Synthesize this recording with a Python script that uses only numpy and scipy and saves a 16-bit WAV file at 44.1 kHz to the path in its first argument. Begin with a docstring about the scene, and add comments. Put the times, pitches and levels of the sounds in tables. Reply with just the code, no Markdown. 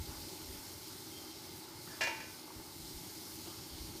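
"""At a gas stove, a wide metal steamer simmers, heard from just above by a hand-held microphone.
Turbulent steam hisses and droplets sizzle over flame noise that resonates in the pot's hollows.
The steam whistles faintly once. A pan slides, clanks and settles, ringing in its natural modes.
A few soft knocks sound in the pot, and low buffets of air and handling reach the microphone."""
import sys
import numpy as np
from scipy import signal
from scipy.fft import rfft, irfft
from scipy.io import wavfile
from scipy.ndimage import uniform_filter1d

SR = 44100
rng = np.random.default_rng(int(sys.argv[2]) if len(sys.argv) > 2 else 0)


def wav_record(signal):
    """Record a signal, one row per channel, as 16-bit PCM in the file named by sys.argv[1]."""
    frames = np.transpose(np.atleast_2d(signal))
    bounded = np.clip(frames, -1, 1)
    # unit amplitude maps onto the largest positive 16-bit level
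    quanta = np.round(bounded * 32767).astype(np.int16)
    wavfile.write(sys.argv[1], SR, quanta)


N = 176400
TIME = np.arange(N) / SR
HZ = np.fft.rfftfreq(N, 1 / SR)

# Spectrum of the steam: frequency_hz, density_db
STEAM_SPECTRUM = [(900, -32), (1800, -16), (2600, -12), (3150, -6), (3600, -6.5), (4150, -2), (4650, -1),
                  (5500, -2), (6000, -5.5), (7000, -6), (7700, -9), (8400, -6), (9300, -6), (10000, -7.5),
                  (10450, -13), (10900, -8), (13000, -7.5), (15300, -9.5)]
# Steam level as the microphone moves over the pot: time_s, gain_db
STEAM_GAIN = [(0, 0), (.33, 1), (.6, 0.4), (.72, -.5), (1.15, 0), (1.45, -0.5), (1.6, -1.5), (1.73, -3.5),
              (1.86, -0.7), (2.25, -0.5), (2.5, -3), (2.72, -2), (2.88, 0), (3.05, 0.4), (3.45, 1),
              (3.7, 0.5), (4, 0.5)]
# Swells and dips of the steam's top treble: time_s, gain_db
FIZZ_GAIN = [(0, 0), (1.2, 0), (1.34, -2.5), (1.52, -2), (1.58, 2), (1.66, -1.5), (1.87, .7), (2.23, -2),
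             (2.34, 0.3), (2.42, -0.5), (2.65, 0.5), (3.3, 0.6), (3.5, -.6), (4, -1.5)]
# Broad rush of the flame: frequency_hz, density_db
FLAME_SPECTRUM = [(20, -32), (45, -10), (70, -4.5), (98, 4), (130, -1), (170, 0.5), (210, -6.5), (280, -3),
                  (400, -8), (480, -13), (750, -13), (1050, -11.5), (1450, -13), (1800, -18.5), (3000, -23),
                  (8000, -47)]
# Hollows under and inside the pot: centre_hz, width_hz, level_db
CAVITY_MODES = [(253.4, 15.6, -67), (299, 34, -71.5), (322, 32, -59), (376.7, 41.4, -62), (574, 51, -72.5),
                (855, 86, -64.5), (2132, 135, -69.5)]
# Slow changes in the burner's level: time_s, gain_db
BURNER_GAIN = [(0, 2), (.55, 1), (.85, -0.5), (1.4, 0.3), (1.9, 1), (2.7, 0.1), (3.3, 0.6), (4, 0.4)]
# Puffs on the microphone: start_s, length_s, level_db
BUFFET_EVENTS = [(-.03, 0.06, -41), (0.059, 0.078, -48.5), (.1, 0.18, -57), (0.416, 0.18, -51.5),
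                 (2.553, 0.043, -52), (2.79, 0.073, -50.5), (2.921, 0.062, -50.5), (3.706, 0.055, -50.5),
                 (3.791, 0.063, -45.5), (3.846, 0.15, -59)]
# Their spectrum: frequency_hz, density_db
BUFFET_SPECTRUM = [(10, -22), (22, 0), (33, -9), (55, 1.5), (80, -1.5), (130, -19), (250, -21), (800, -70)]
# Course of the whistle: time_s, pitch_hz, level_db
WHISTLE_PATH = [(1.105, 3185, -80), (1.14, 3168, -60), (1.18, 3170, -58.5), (1.215, 3135, -65),
                (1.255, 3145, -61), (1.295, 3160, -61), (1.322, 3175, -64), (1.34, 3175, -80)]
# Main modes of the pan: pitch_hz, gain_db, t60_s
PAN_MODES = [(556, -14, .3), (645, -7, .25), (885, -12.5, .55), (941, -8, .28), (1034, -16, .55),
             (1053, -11, .2), (1367, -14, .33), (1403, -15, .3), (1523, -14.5, 1.05), (1665, -3.5, .3),
             (1701, -8, .16), (1741, 1.5, .25), (1847, -9, .28), (2014, -10, .65), (2254, -8, .3),
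             (2425, -2.5, .52), (2441, -6, .3), (2781, -4, .45), (3494, -18, .4), (3962, -15, .25),
             (4027, -14, .35), (4455, -12, .25), (4860, -13, .22), (5198, -14, .42), (5609, -17, .45),
             (6309, -16, .3)]
# Soft knocks in the pot: start_s, level_db, pitch_hz, t60_s
POT_KNOCKS = [(1.874, -56, 1480, 0.12), (1.875, -56, 190, .2), (2.24, -60, 600, .12),
              (2.478, -61, 950, 0.14), (2.503, -56.5, 1020, 0.13), (2.598, -59, 950, 0.13),
              (3.469, -56, 710, 0.1)]
# Contacts of the clank; softness weakens the modes far from BODY_HZ:
# start_s, ring_db, softness_db_per_octave, clatter_db, tilt_db_per_octave, thud_db
CONTACTS = [(2.0072, -35.5, 0, -44, -1, -60), (2.011, -54, 5, -43, 4.5, -40),
            (2.018, -43, -2.5, -45.5, -1, -57), (2.035, -48.5, -3.5, -44.5, 3, -48),
            (2.0705, -34, 22, -44.5, 0.1, -37), (2.093, -37.5, 33, -60, -2, -58),
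            (2.203, -53, 0, -56.5, -1, -67)]
# Dense modes and scrape of a contact: frequency_hz, density_db
CLATTER_SPECTRUM = [(200, -17), (450, 2), (640, -7.5), (790, -8), (950, -18), (1150, -3.5), (1400, -1),
                    (1750, 1.5), (2400, 2.5), (3000, -2.5), (3500, -5), (4500, -5.5), (6000, -7.5),
                    (7500, -12.5), (9500, -22.5), (15000, -28)]
# Decay of the clatter in the kitchen: frequency_hz, t60_s
KITCHEN_DECAY = [(300, 0.2), (900, 0.62), (2200, 0.65), (4000, 0.41), (8000, 0.34), (15000, 0.22)]

STEAM_DB, SIZZLE_DB, DROPS_PER_S, FIZZ_HZ = -50.5, -60, 900, 6460
SLIDE_S, RUB_DB, SQUEAK_DB = 1.872, -58.5, -58
BODY_HZ, RING_RISE_S, IMPACT_RISE_S = 886, 0.0031, 0.0018


def amp(db):
    """Amplitude ratio of a level in decibels."""
    return 10 ** (np.asarray(db) / 20)


def unit(x):
    """Normalisation to rms 1."""
    return x / np.sqrt(np.mean(x ** 2) + 1e-30)


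def read(points, hz):
    """Interpolation on a log-frequency axis."""
    f, value = np.transpose(points)
    return np.interp(np.log(hz + 1), np.log(f + 1), value)


def colour(x, db):
    """Linear filtering by a gain per frequency; rms 1."""
    return unit(irfft(rfft(x) * amp(db), N))


def noise(db):
    """Gaussian noise of a given spectrum; rms 1."""
    return colour(rng.standard_normal(N), db)


def resonance(hz, width_hz):
    """Response of a steep-sided resonator, in dB."""
    return -20 * np.log10(1 + ((HZ - hz) / (.78 * width_hz)) ** 2)


def drift(rate_hz):
    """Random modulation of rms 1."""
    knots = rng.standard_normal(size=2048)
    return unit(np.interp(TIME * 2 * rate_hz, np.arange(len(knots)), knots))


def swell(start, length):
    """Envelope with a rounded rise and fall."""
    return np.sqrt(abs(np.sin(np.pi * np.clip((TIME - start) / length, 0, 1))))


def struck(start, rise_s):
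    """Time since an impact, and its linear attack."""
    age = np.maximum(TIME - start, 0)
    return age, np.minimum(age / rise_s, 1)


def decay(age, t60):
    """Exponential damping: 60 dB in t60 seconds."""
    return np.exp(-np.log(1000) * age / t60)


def patchy(x, depth_db):
    """Random modulation in time and frequency: patches of the spectrum come and go."""
    z = signal.stft(x, nperseg=512)[2]
    field = uniform_filter1d(rng.standard_normal(z.shape), size=9, axis=0)
    field = unit(uniform_filter1d(field, size=16, axis=1))
    return unit(signal.istft(z * amp(depth_db * field), nperseg=512)[1][:N])


def pot_ripple(depth_db=1.0, spacing_hz=55.1):
    """Interference of reflections in the pot, as a random spectral ripple in dB."""
    grid = np.arange(0, SR / 2, spacing_hz)
    return depth_db * np.interp(HZ, grid, rng.standard_normal(SR)[:len(grid)])


def steam():
    """Turbulence hisses and bursting droplets add shot noise of the same spectrum."""
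    shape = read(STEAM_SPECTRUM, HZ) + pot_ripple()
    hiss = amp(STEAM_DB) * patchy(noise(shape), depth_db=1.0)
    drops = (rng.random(N) < DROPS_PER_S / SR) * rng.choice([-1, 1], N)
    drop_db = 3.2 * np.minimum(rng.exponential(1, N), 4)
    jet = hiss + amp(SIZZLE_DB) * colour(drops * amp(drop_db), shape)
    fizz = irfft(rfft(jet) / (1 + (FIZZ_HZ / (HZ + 1)) ** 10), N)
    jet = jet - fizz + fizz * amp(np.interp(TIME, *np.transpose(FIZZ_GAIN)))
    flutter_db = 0.37 * drift(rate_hz=21)
    return jet * amp(np.interp(TIME, *np.transpose(STEAM_GAIN)) + flutter_db)


def burner(rush_db=-56.5):
    """Cavity resonance: flame noise hums in the hollows under and inside the pot."""
    hum = sum(amp(db) * noise(resonance(hz, width)) for hz, width, db in CAVITY_MODES)
    rush = amp(rush_db) * patchy(noise(read(FLAME_SPECTRUM, HZ)), depth_db=1.83)
    return (hum + rush) * amp(np.interp(TIME, *np.transpose(BURNER_GAIN)))


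def buffets():
    """Pressure fluctuations from moving air and handling rumble on the microphone."""
    envelope = sum(amp(db) * swell(start, length) for start, length, db in BUFFET_EVENTS)
    return noise(read(BUFFET_SPECTRUM, HZ)) * envelope


def whistle(waver_hz=32, tremor=.3):
    """Flow-driven oscillation: steam in a gap sings one thin, trembling note."""
    times, hz, db = np.transpose(WHISTLE_PATH)
    turns = np.cumsum(np.interp(TIME, times, hz) + waver_hz * drift(rate_hz=100)) / SR
    tone = np.sin(2 * np.pi * turns) * (1 + tremor * drift(rate_hz=60))
    return np.interp(TIME, times, amp(db), left=0, right=0) * unit(tone)


def slide(squeak_hz=1870, sag_hz_per_s=4800, waver_hz=129, tilt_db_per_octave=-4.5):
    """Friction of metal on metal drives the pan's modes and gives a rough, falling squeak."""
    response = sum(amp(db + tilt_db_per_octave * np.log2(hz / 1000) + resonance(hz, width_hz=70))
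                   for hz, db, _ in PAN_MODES)
    rub = amp(RUB_DB) * swell(SLIDE_S, length=0.13) * noise(20 * np.log10(response))
    pitch = squeak_hz - sag_hz_per_s * (TIME - SLIDE_S) + waver_hz * drift(rate_hz=220)
    squeak = np.sin(2 * np.pi * np.cumsum(pitch) / SR)
    return rub + amp(SQUEAK_DB) * swell(SLIDE_S, length=0.15) * squeak


def knocks(width_octaves=0.38, tick_db=7, tick_s=0.0033):
    """Damped impacts in the pot: a band of noise with a short tick and a soft tail."""
    out = np.zeros(N)
    for start, db, hz, t60 in POT_KNOCKS:
        age, attack = struck(start, rise_s=0.0025)
        detuning = np.log2((HZ + 1) / hz) / width_octaves
        body = noise(-10 * np.log10(1 + detuning ** 6))
        out += amp(db) * attack * body * (decay(age, t60) + amp(tick_db) * np.exp(-age / tick_s))
    return out


def ring(room_gain=.5, room_build_s=.06):
    """Free vibration: each contact adds energy to the pan's modes, which waver with room echoes."""
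    out = np.zeros(N)
    blows = [(*struck(start, RING_RISE_S), ring_db, softness)
             for start, ring_db, softness, *_ in CONTACTS]
    since_first, room = struck(CONTACTS[0][0], room_build_s)
    for hz, db, t60 in PAN_MODES:
        energy = np.zeros(N)
        for age, attack, ring_db, softness in blows:
            strength = amp(ring_db + db - softness * abs(np.log2(hz / BODY_HZ)))
            energy += (strength * attack * decay(age, t60)) ** 2
        phase = 2 * np.pi * hz * since_first
        echoes = (drift(rate_hz=22) * np.cos(phase) + drift(rate_hz=22) * np.sin(phase)) / np.sqrt(2)
        out += np.sqrt(energy) * (np.sin(phase) + room_gain * room * echoes)
    return out


def clatter(mode_count=480, scrape_db=-7, crack_db=6, crack_s=0.0077):
    """Impulsive excitation: each contact cracks and sets off hundreds of quickly dying modes."""
    out = np.zeros(N)
    modes = rng.random(len(HZ)) < mode_count / len(HZ)
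    for start, _, _, clatter_db, tilt, _ in CONTACTS:
        partials = unit(irfft(modes * np.exp(2j * np.pi * rng.random(len(HZ))), N))
        shape = read(CLATTER_SPECTRUM, HZ) + tilt * np.log2(np.maximum(HZ, 500) / 500)
        dense = colour(partials + amp(scrape_db) * rng.standard_normal(N), shape)
        hz, t, bands = signal.stft(dense, SR, nperseg=256)
        bands *= decay(np.maximum(t - start, 0), read(KITCHEN_DECAY, hz)[:, None])
        tail = signal.istft(bands, nperseg=256)[1][:N]
        age, attack = struck(start, IMPACT_RISE_S)
        crack = amp(crack_db) * np.exp(-age / crack_s)
        out += amp(clatter_db) * attack * (1 + crack) * tail
    return out


def thuds(pitch_hz=650, waver_hz=95, t60_s=0.047):
    """Heavy damping: the support under the pan answers each contact with a dead knock."""
    out = np.zeros(N)
    for start, *_, thud_db in CONTACTS:
        age, attack = struck(start, IMPACT_RISE_S)
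        turns = np.cumsum(pitch_hz + waver_hz * drift(rate_hz=200)) / SR
        out += amp(thud_db) * attack * decay(age, t60_s) * unit(np.sin(2 * np.pi * turns))
    return out


def scene():
    """Superposition of all sources at the stove, in mono."""
    simmer = steam() + whistle() + burner()
    pan = slide() + ring() + clatter() + thuds()
    return (simmer + pan + knocks() + buffets())[None]


def record(dry):
    """Band limiting: the recorder passes 27 Hz to 15380 Hz."""
    low_cut = signal.butter(3, 27, "highpass", fs=SR, output="sos")
    high_cut = signal.firwin(1023, 15380, window=("kaiser", 8), fs=SR)
    return signal.oaconvolve(signal.sosfilt(low_cut, dry), high_cut[None], "same")


dry = scene()
out = record(dry)
wav_record(out)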